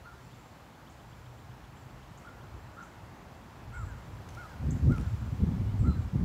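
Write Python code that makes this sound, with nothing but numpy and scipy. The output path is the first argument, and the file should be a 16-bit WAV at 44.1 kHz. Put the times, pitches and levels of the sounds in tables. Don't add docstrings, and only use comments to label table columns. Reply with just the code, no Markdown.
import sys
import numpy as np
from scipy import signal
from scipy.fft import rfft, irfft
from scipy.io import wavfile
from scipy.ndimage import uniform_filter1d

SR = 44100
rng = np.random.default_rng(int(sys.argv[2]) if len(sys.argv) > 2 else 0)


def dump(signal):
    limited = np.clip(np.atleast_2d(signal).T, -1, 1)
    pcm = np.round(limited * 32767).astype(np.int16)
    wavfile.write(sys.argv[1], SR, pcm)


def attenuation_scalar(level_db):
    decades = np.asarray(level_db, float) / 20
    return 10 ** decades


N = 275184


def evened(x):
    return x / np.sqrt(np.mean(x ** 2) + 1e-20)


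def noise(length):
    return rng.standard_normal(length)


def read(points, hz):
    f, value = np.transpose(points)
    return np.interp(np.log(hz + 1), np.log(f + 1), value)


def add(mix, s, sound):
    part = mix[round(s * SR):][:len(sound)]
    part += sound[:len(part)]


def coloured(x, points):
    gain = attenuation_scalar(read(points, np.fft.rfftfreq(len(x), 1 / SR)))
    return evened(irfft(rfft(x) * gain, len(x)))


def slow(length, hz):
    smoother = signal.butter(2, hz, fs=SR, output="sos")
    settle = 4000
    return evened(signal.sosfilt(smoother, noise(length + settle))[settle:])


def resonate(x, hz, width_hz):
    turn = np.exp(2j * np.pi * np.cumsum(hz * np.ones(len(x))) / SR)
    r = np.exp(-np.pi * width_hz / SR)
    smooth = signal.lfilter([(1 - r) ** 2], [1, -2 * r, r * r], x / turn + 1e-18)
    return 2 * (turn * smooth).real


def fuzzy_note(length, hz, width_hz):
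    return evened(resonate(noise(length), hz, width_hz))


def whistle(hz, waver=.3, fade=.4):
    tone = np.sqrt(2) * np.sin(2 * np.pi * np.cumsum(hz) / SR)
    return tone * (1 + waver * slow(len(hz), 96)) * signal.windows.tukey(len(hz), np.clip(fade, 0, 1))


def glide(start_hz, end_hz, length):
    return np.linspace(start_hz, end_hz, round(length * SR))


def bout(length, fade=.3):
    return signal.windows.tukey(round(length * SR), np.clip(fade, 0, 1))


def yard(x, t60, wet_db, walls):
    t = np.arange(SR // 2) / SR
    sparse = rng.choice([-1., 1.], len(t)) * (rng.random(len(t)) < .04)
    tail = sparse * attenuation_scalar(-60 * t / t60) * (t > .006)
    tail *= attenuation_scalar(wet_db) / np.linalg.norm(tail)
    for s, db in [(0, 0.031)] + walls:
        add(tail, s, attenuation_scalar(np.array([db])))
    return signal.fftconvolve(x, tail)[:N]


# (frequency [Hz], level [dB per Hz])
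AIR = [(82, -27.5), (140, -5), (155, -3.5), (363, -11.5), (400, -11), (442, -13.5), (903, -11), (2120, -21),
       (3150, -26), (5380, -30.5), (7530, -32.5), (8650, -38), (15100, -37.5), (16000, -44)]
# (time [s], traffic level [dB], leaves level [dB])
DRIFT = [(0, -1, -0.5), (.5, 0, -1), (1.5, 0, -1), (2.5, 2, -1.5), (3.5, 2.5, -1.5), (4.2, 3, 0.5),
         (4.9, 3.5, 2), (5.5, 3, 1.5), (6.24, 3, 0)]


def background():
    frames, hz = N // 256 + 5, np.fft.rfftfreq(1024, 1 / SR)
    a, b, patches = rng.standard_normal((frames, 513, 3)).T
    patches = uniform_filter1d(patches, size=10, axis=0)
    patches = evened(uniform_filter1d(patches, size=16, axis=1))
    s, traffic_db, leaves_db = np.transpose(DRIFT)
    t = np.arange(frames) * 256 / SR
    high = (1 / (1 + (3500 / (hz + 1)) ** 2))[:, None]
    drift_db = (1 - high) * np.interp(t, s, traffic_db) + high * np.interp(t, s, leaves_db)
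    patchy = (a + 1j * b) * attenuation_scalar(0.65 * patches + drift_db)
    white = signal.istft(patchy, nperseg=1024, noverlap=768)[1][:N]
    return attenuation_scalar(-52) * coloured(white, AIR)


# (time [s], length [s], level [dB])
HUM_SWELLS = [
    (-.1, .55, -56),
    (.85, 1.6, -57.5),
]


def drone():
    swell = np.zeros(N + SR)
    for s, length, db in HUM_SWELLS:
        add(swell, s + 1, attenuation_scalar(db) * bout(length, 0.38))
    hz = 126 * (1 + .02 * slow(N, 1.1))
    return swell[SR:] * fuzzy_note(N, hz, 13.0)


# (time [s], length [s], ring [Hz], level [dB])
BOUTS = [(.2, 0.4, 7320, -77), (.97, .5, 7370, -80), (1.75, 0.3, 7330, -82), (2.28, 0.09, 7330, -81),
         (2.522, .32, 7540, -80), (3.328, 0.29, 7360, -81.5), (3.9, 0.33, 7330, -79),
         (4.735, .09, 7200, -75), (4.97, 0.49, 7330, -77), (5.918, 0.15, 7400, -76),
         (.04, 0.037, 4300, -74), (.17, 0.18, 4370, -78), (.5, 0.074, 4370, -77)]


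def crickets():
    out = np.zeros(N)
    for s, length, hz, db in BOUTS:
        shape = bout(length, 0.23)
        t = np.arange(len(shape)) / SR
        throb = 5.2 + 0.73 * np.sin(2 * np.pi * 22 * t)
        song = evened(resonate(noise(len(t)), hz, 110) * throb)
        add(out, s, attenuation_scalar(db) * shape * song)
    return out


SLUR_HZ = 2720, 330, 1050
# (time [s], length [s], start [Hz], end [Hz], level [dB])
NOTES = [
    (0.151, 0.18, 1690, 3120, -75),
    (0.31, 0.037, 3100, 3760, -68),
    (5.32, .05, 3300, 3200, -75),
    (5.655, 0.075, 2700, 3200, -67),
    (5.866, .1, 4084, 4040, -63.5),
    (6.08, 0.011, 5000, 5650, -67),
]
# (time [s], length [s], start [Hz], settled [Hz], level [dB])
BUZZES = [
    (1.75, 0.1, 7500, 7600, -69),
    (3.727, 0.19, 7800, 7500, -61.5),
    (5.783, .14, 8000, 7800, -63),
]


def songbirds():
    out, u = np.zeros(N), np.linspace(0, 1, round(0.035 * SR))
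    first_s, spacing_s = .724, .1283
    slur_hz = np.dot(SLUR_HZ, [u ** 0, u, u ** 3])
    for k, chance in enumerate(noise(14)):
        slur = whistle(slur_hz, .15, .6) * (.15 + 1.4 * u)
        db = -69 + .8 * chance + 2.5 * (k % 3 == 1)
        add(out, first_s + k * spacing_s, attenuation_scalar(db) * slur)
    for s, length, start_hz, end_hz, db in NOTES:
        add(out, s, attenuation_scalar(db) * whistle(glide(start_hz, end_hz, length), .15, .3))
    for s, length, start_hz, end_hz, db in BUZZES:
        t = np.arange(round(length * SR)) / SR
        hz = end_hz + (start_hz - end_hz) * np.exp(-t / 0.033)
        lower = 0.57 * fuzzy_note(len(t), hz - 280, 240)
        upper = 0.39 * fuzzy_note(len(t), hz + 294, 240)
        add(out, s, attenuation_scalar(db - 6.5 * t / length) * (lower + upper) * bout(length, 0.16))
    return yard(out, .25, -9, [])


# (time [s], peak level [dB], start [Hz], end [Hz], scatter from the trees [dB])
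CHIPS = [
    (0.8989, -52, 5600, 8460, -6),
    (2.1755, -49.5, 5650, 8200, -8),
    (2.8265, -50.5, 5300, 7950, -5.5),
    (4.7073, -36.5, 5570, 8350, -19),
]


def chips():
    out, t = np.zeros(N), np.arange(SR // 5) / SR
    for s, db, start_hz, end_hz, scatter_db in CHIPS:
        snap = whistle(glide(start_hz, end_hz, 0.0072), 0.11, 0.64)
        add(out, s - .002, attenuation_scalar(db - 10.5) * snap)
        smear = fuzzy_note(len(t), 7100, 3000)
        add(out, s + 0.0056, attenuation_scalar(db - 15.5 + scatter_db - 60 * t / 0.7) * smear)
    return yard(out, 0.32, -7.5, [(.0055, -9), (.0095, -6), (.021, -9.5)])


# (time [s], length [s], top of second harmonic [Hz], its end [Hz], level [dB])
YAPS = [
    (0.036, 0.1, 1418, 1295, -56.5),
    (2.238, 0.08, 1408, 1323, -56),
    (2.761, 0.095, 1420, 1298, -51),
    (3.719, .13, 1467, 1200, -48.5),
    (4.36, 0.113, 1469, 1210, -48.5),
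    (4.89, 0.1, 1427, 1228, -46),
    (5.836, 0.097, 1384, 1220, -47.5),
]
# (time [s], length [s], start [Hz], end [Hz], level [dB])
WHINES = [
    (0.129, 0.1, 1500, 1710, -66),
    (2.304, 0.12, 1430, 1401, -63),
    (2.735, 0.04, 1400, 1640, -64),
    (2.86, 0.066, 1630, 1397, -64),
    (3.865, 0.09, 1760, 1380, -58),
    (4.478, 0.095, 1740, 1362, -59),
    (5.018, 0.08, 1663, 1345, -59.5),
    (5.945, .07, 1640, 1374, -61),
]


def dog():
    out = np.zeros(N)
    rise_s, scoop, attack_s = .03, .16, .016
    open_hz = 1460
    for s, length, top_hz, end_hz, db in YAPS:
        t = np.arange(0, length, 1 / SR)
        bends = [1 - scoop, 1, 1, end_hz / top_hz]
        arch = uniform_filter1d(np.interp(t, [0, rise_s, 1.434 * rise_s, length], bends), size=600)
        hz = top_hz * arch * (1 + 0.012 * slow(len(t), 100))
        fade = attenuation_scalar(np.interp(t / length, [0.54, 1], [db, db - 7]))
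        level = np.minimum(t / attack_s, 1) * fade
        hoarse = fuzzy_note(len(t), hz, 230)
        covered = s < 3
        closing = np.maximum(1 - top_hz * arch / open_hz, 0)
        third = attenuation_scalar(-12.5 - 120 * closing - 9 * covered) * whistle(1.5 * hz, 0.31, .3)
        voice = whistle(hz, 0.18, 0.062) + 0.22 * (1 + 2.9 * covered) * hoarse + third
        add(out, s, level * voice)
    for s, length, start_hz, end_hz, db in WHINES:
        hz = glide(start_hz, end_hz, length)
        airy = fuzzy_note(len(hz), hz, 200) * bout(length, .5)
        add(out, s, attenuation_scalar(db) * (0.5 * airy + 0.69 * whistle(hz, .3, .3)))
    return yard(out, 1.0, -9, [(.021, -37)])


# (time [s], length [s], level [dB])
DRAGS = [
    (.03, 0.46, -72.5),
    (4.237, 0.36, -67),
    (4.752, 0.47, -67),
    (5.0, 1.6, -72.5),
]
# (time [s], peak level [dB], ring [Hz], 60 dB decay [s], share of bright crack)
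TICKS = [(4.289, -60, 7800, .015, 1.2), (4.292, -54, 6300, .02, .4), (4.305, -61, 6100, .04, .8),
         (4.35, -61, 10500, .012, 1.2), (4.921, -57, 4800, .009, 1.3), (4.963, -60, 3100, .012, .9),
         (4.977, -62, 9300, .012, 1.0), (4.982, -43.5, 2450, .013, .22), (5.0, -63, 8500, .012, 1.2),
         (5.011, -58, 3900, .015, .8), (5.014, -61, 5800, .03, .4), (5.022, -60, 4200, .012, .8)]


def handling():
    stir = np.zeros(N)
    for s, length, db in DRAGS:
        add(stir, s, attenuation_scalar(db) * bout(length, 0.61))
    blades = noise(N) * attenuation_scalar(0.93 * slow(N, 67))
    brush = [(1500, -42), (3000, 0.5), (7000, -3.5), (12000, -16.5), (16000, -15)]  # (Hz, dB)
    out = stir * coloured(blades, brush)
    t = np.arange(2000) / SR
    for s, db, hz, t60, crack_share in TICKS:
        ring = np.sin(2 * np.pi * hz * t) * attenuation_scalar(-60 * t / t60)
        crack = resonate(noise(len(t)), 4000, 9000) * attenuation_scalar(-60 * t / .012)
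        add(out, s, attenuation_scalar(db + 4) * (ring + 2.1 * crack_share * crack))
    return out


# (time [s], level [dB])
BREEZE = [(0, -51), (.15, -58), (.6, -56.5), (1.0, -53.5), (2.0, -52.5), (2.32, -56), (2.4, -49.5),
          (2.7, -49.5), (2.82, -59), (3.05, -51), (3.5, -54.5), (3.83, -42.5), (4.05, -47.5), (4.45, -46),
          (4.56, -49.5), (6.24, -48.5)]
# (frequency [Hz], level [dB])
SILENT = [(2500, -130), (20000, -130)]


def breeze():
    db = np.interp(np.arange(N) / SR, *np.transpose(BREEZE))
    spectrum = [(25, -36), (45, 6.0), (90, 3.5), (127, 4.5), (160, -17), (220, -30)]  # (Hz, dB)
    low = coloured(noise(N), spectrum + SILENT)
    return attenuation_scalar(db + slow(N, 5.8)) * low


# (time [s], peak level [dB], pitch [Hz])
SLAPS = [(4.653, -14.5, 79), (4.677, -10, 79.5), (4.734, -18, 101), (4.835, -4.5, 98), (4.871, -22, 135),
         (4.897, -10, 83), (4.918, -17, 87), (4.988, -16, 76), (5.06, -15, 90), (5.132, -30, 68),
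         (5.23, -41, 64.6), (5.274, -33, 73), (5.327, -11.5, 117), (5.415, -8, 77.6), (5.465, -23, 103),
         (5.579, -15, 108), (5.802, -9, 58), (5.819, -31, 61.9), (5.886, -19, 73), (5.949, -34, 107),
         (6.149, -17, 169), (6.211, -14, 88)]


def slaps():
    out = np.zeros(N)
    for s, db, hz in SLAPS:
        turn = np.arange(-1.5 * SR / hz, 1.5 * SR / hz) * hz / SR
        swing = np.sin(2 * np.pi * (turn + rng.random())) * np.exp(-turn ** 2)
        add(out, s - 0.68 / hz, attenuation_scalar(db - 15) * swing)
    return out


# (peak time [s], rumble level [dB], rise [s], fall [s], flutter above the rumble [dB])
GUSTS = [(3.84, -41.5, 0.18, 0.07, -14), (4.6, -40, .05, .04, -13), (4.668, -31, 0.043, 0.08, -1),
         (4.74, -31.5, 0.035, 0.047, 1), (4.844, -23.5, 0.037, 0.021, -13), (4.9, -19.5, 0.038, 0.047, -5),
         (5.008, -26.5, 0.036, 0.028, -6.5), (5.076, -32, 0.031, 0.015, -12),
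         (5.144, -30.5, 0.051, 0.015, -17), (5.228, -35.5, 0.071, .03, -9),
         (5.279, -31.5, 0.039, 0.024, -12), (5.335, -33, 0.024, 0.027, -6.5),
         (5.421, -25, 0.036, 0.016, -6.5), (5.44, -33.5, 0.021, 0.012, 8.5),
         (5.468, -31, 0.009, 0.048, 0.5), (5.53, -31, 0.03, 0.054, -3.5), (5.594, -30, 0.037, 0.047, -2.5),
         (5.68, -30, 0.055, 0.055, -11), (5.74, -30, 0.037, 0.033, -9.5), (5.818, -22, 0.04, 0.038, -10),
         (5.885, -23.5, .03, 0.03, -2.5), (5.98, -27.5, 0.1, 0.062, -12), (6.06, -33.5, 0.033, 0.028, -11),
         (6.151, -30.5, 0.021, 0.038, -1), (6.21, -27.5, 0.026, 0.074, -2.5)]
# (frequency [Hz], level [dB])
BUFFET = [(20, -47), (35, -6.5), (55, -1), (75, 2), (110, 1), (140, -13.5), (200, -39)]


def gusts():
    s, db, rise, fall, flutter_db = np.transpose(GUSTS)[:, :, None]
    t = np.arange(0, N, 64) / SR
    edge_db, roundness = 11, 1.74
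    force_db = db - edge_db * abs((t - s) / np.where(t < s, rise, fall)) ** roundness
    rasp_db = -8.5 + 0.79 * flutter_db + 0.41 * (db + 24)

    def strength(extra_db):
        total = np.sqrt((attenuation_scalar(force_db + extra_db) ** 2).sum(axis=0))
        return np.interp(np.arange(N) / SR, t, total)

    lumps = slow(N, 14.4)
    rumble = coloured(noise(N) * attenuation_scalar(0.43 * lumps), BUFFET + SILENT)
    rumble = evened(rumble / (abs(signal.hilbert(rumble)) + 0.34) ** 0.29)
    quick = attenuation_scalar(1.8 * lumps)
    flutter_tone = [(90, -45), (130, 3.5), (190, 0), (260, -6.5), (340, -62)]  # (Hz, dB)
    flutter = coloured(noise(N) * quick, flutter_tone + SILENT)
    rasp_tone = [(200, -27), (260, -2.5), (400, -13.5), (600, -25.5), (1200, -61)]  # (Hz, dB)
    rasp = coloured(noise(N) * quick, rasp_tone + SILENT)
    return 1.02 * strength(0) * rumble + 1.14 * strength(flutter_db) * flutter + 0.86 * strength(rasp_db) * rasp


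def scene():
    far = background() + drone() + crickets() + songbirds() + chips() + dog()
    wind = breeze() + slaps() + gusts()
    return (far + handling() + wind)[None]


def low_pass(x):
    return signal.sosfilt(signal.butter(12, 16430, fs=SR, output="sos"), x)


def record(dry):
    cut = signal.sosfilt(signal.butter(4, 46, "highpass", fs=SR, output="sos"), dry)
    cut = .26 * np.tanh(cut / .26)
    treble_limit = signal.firwin(1023, 15780, window=("kaiser", 9), fs=SR)[None]
    cut = signal.oaconvolve(cut, treble_limit, "same")
    return low_pass(cut)


dry = scene()
out = record(dry)
dump(out)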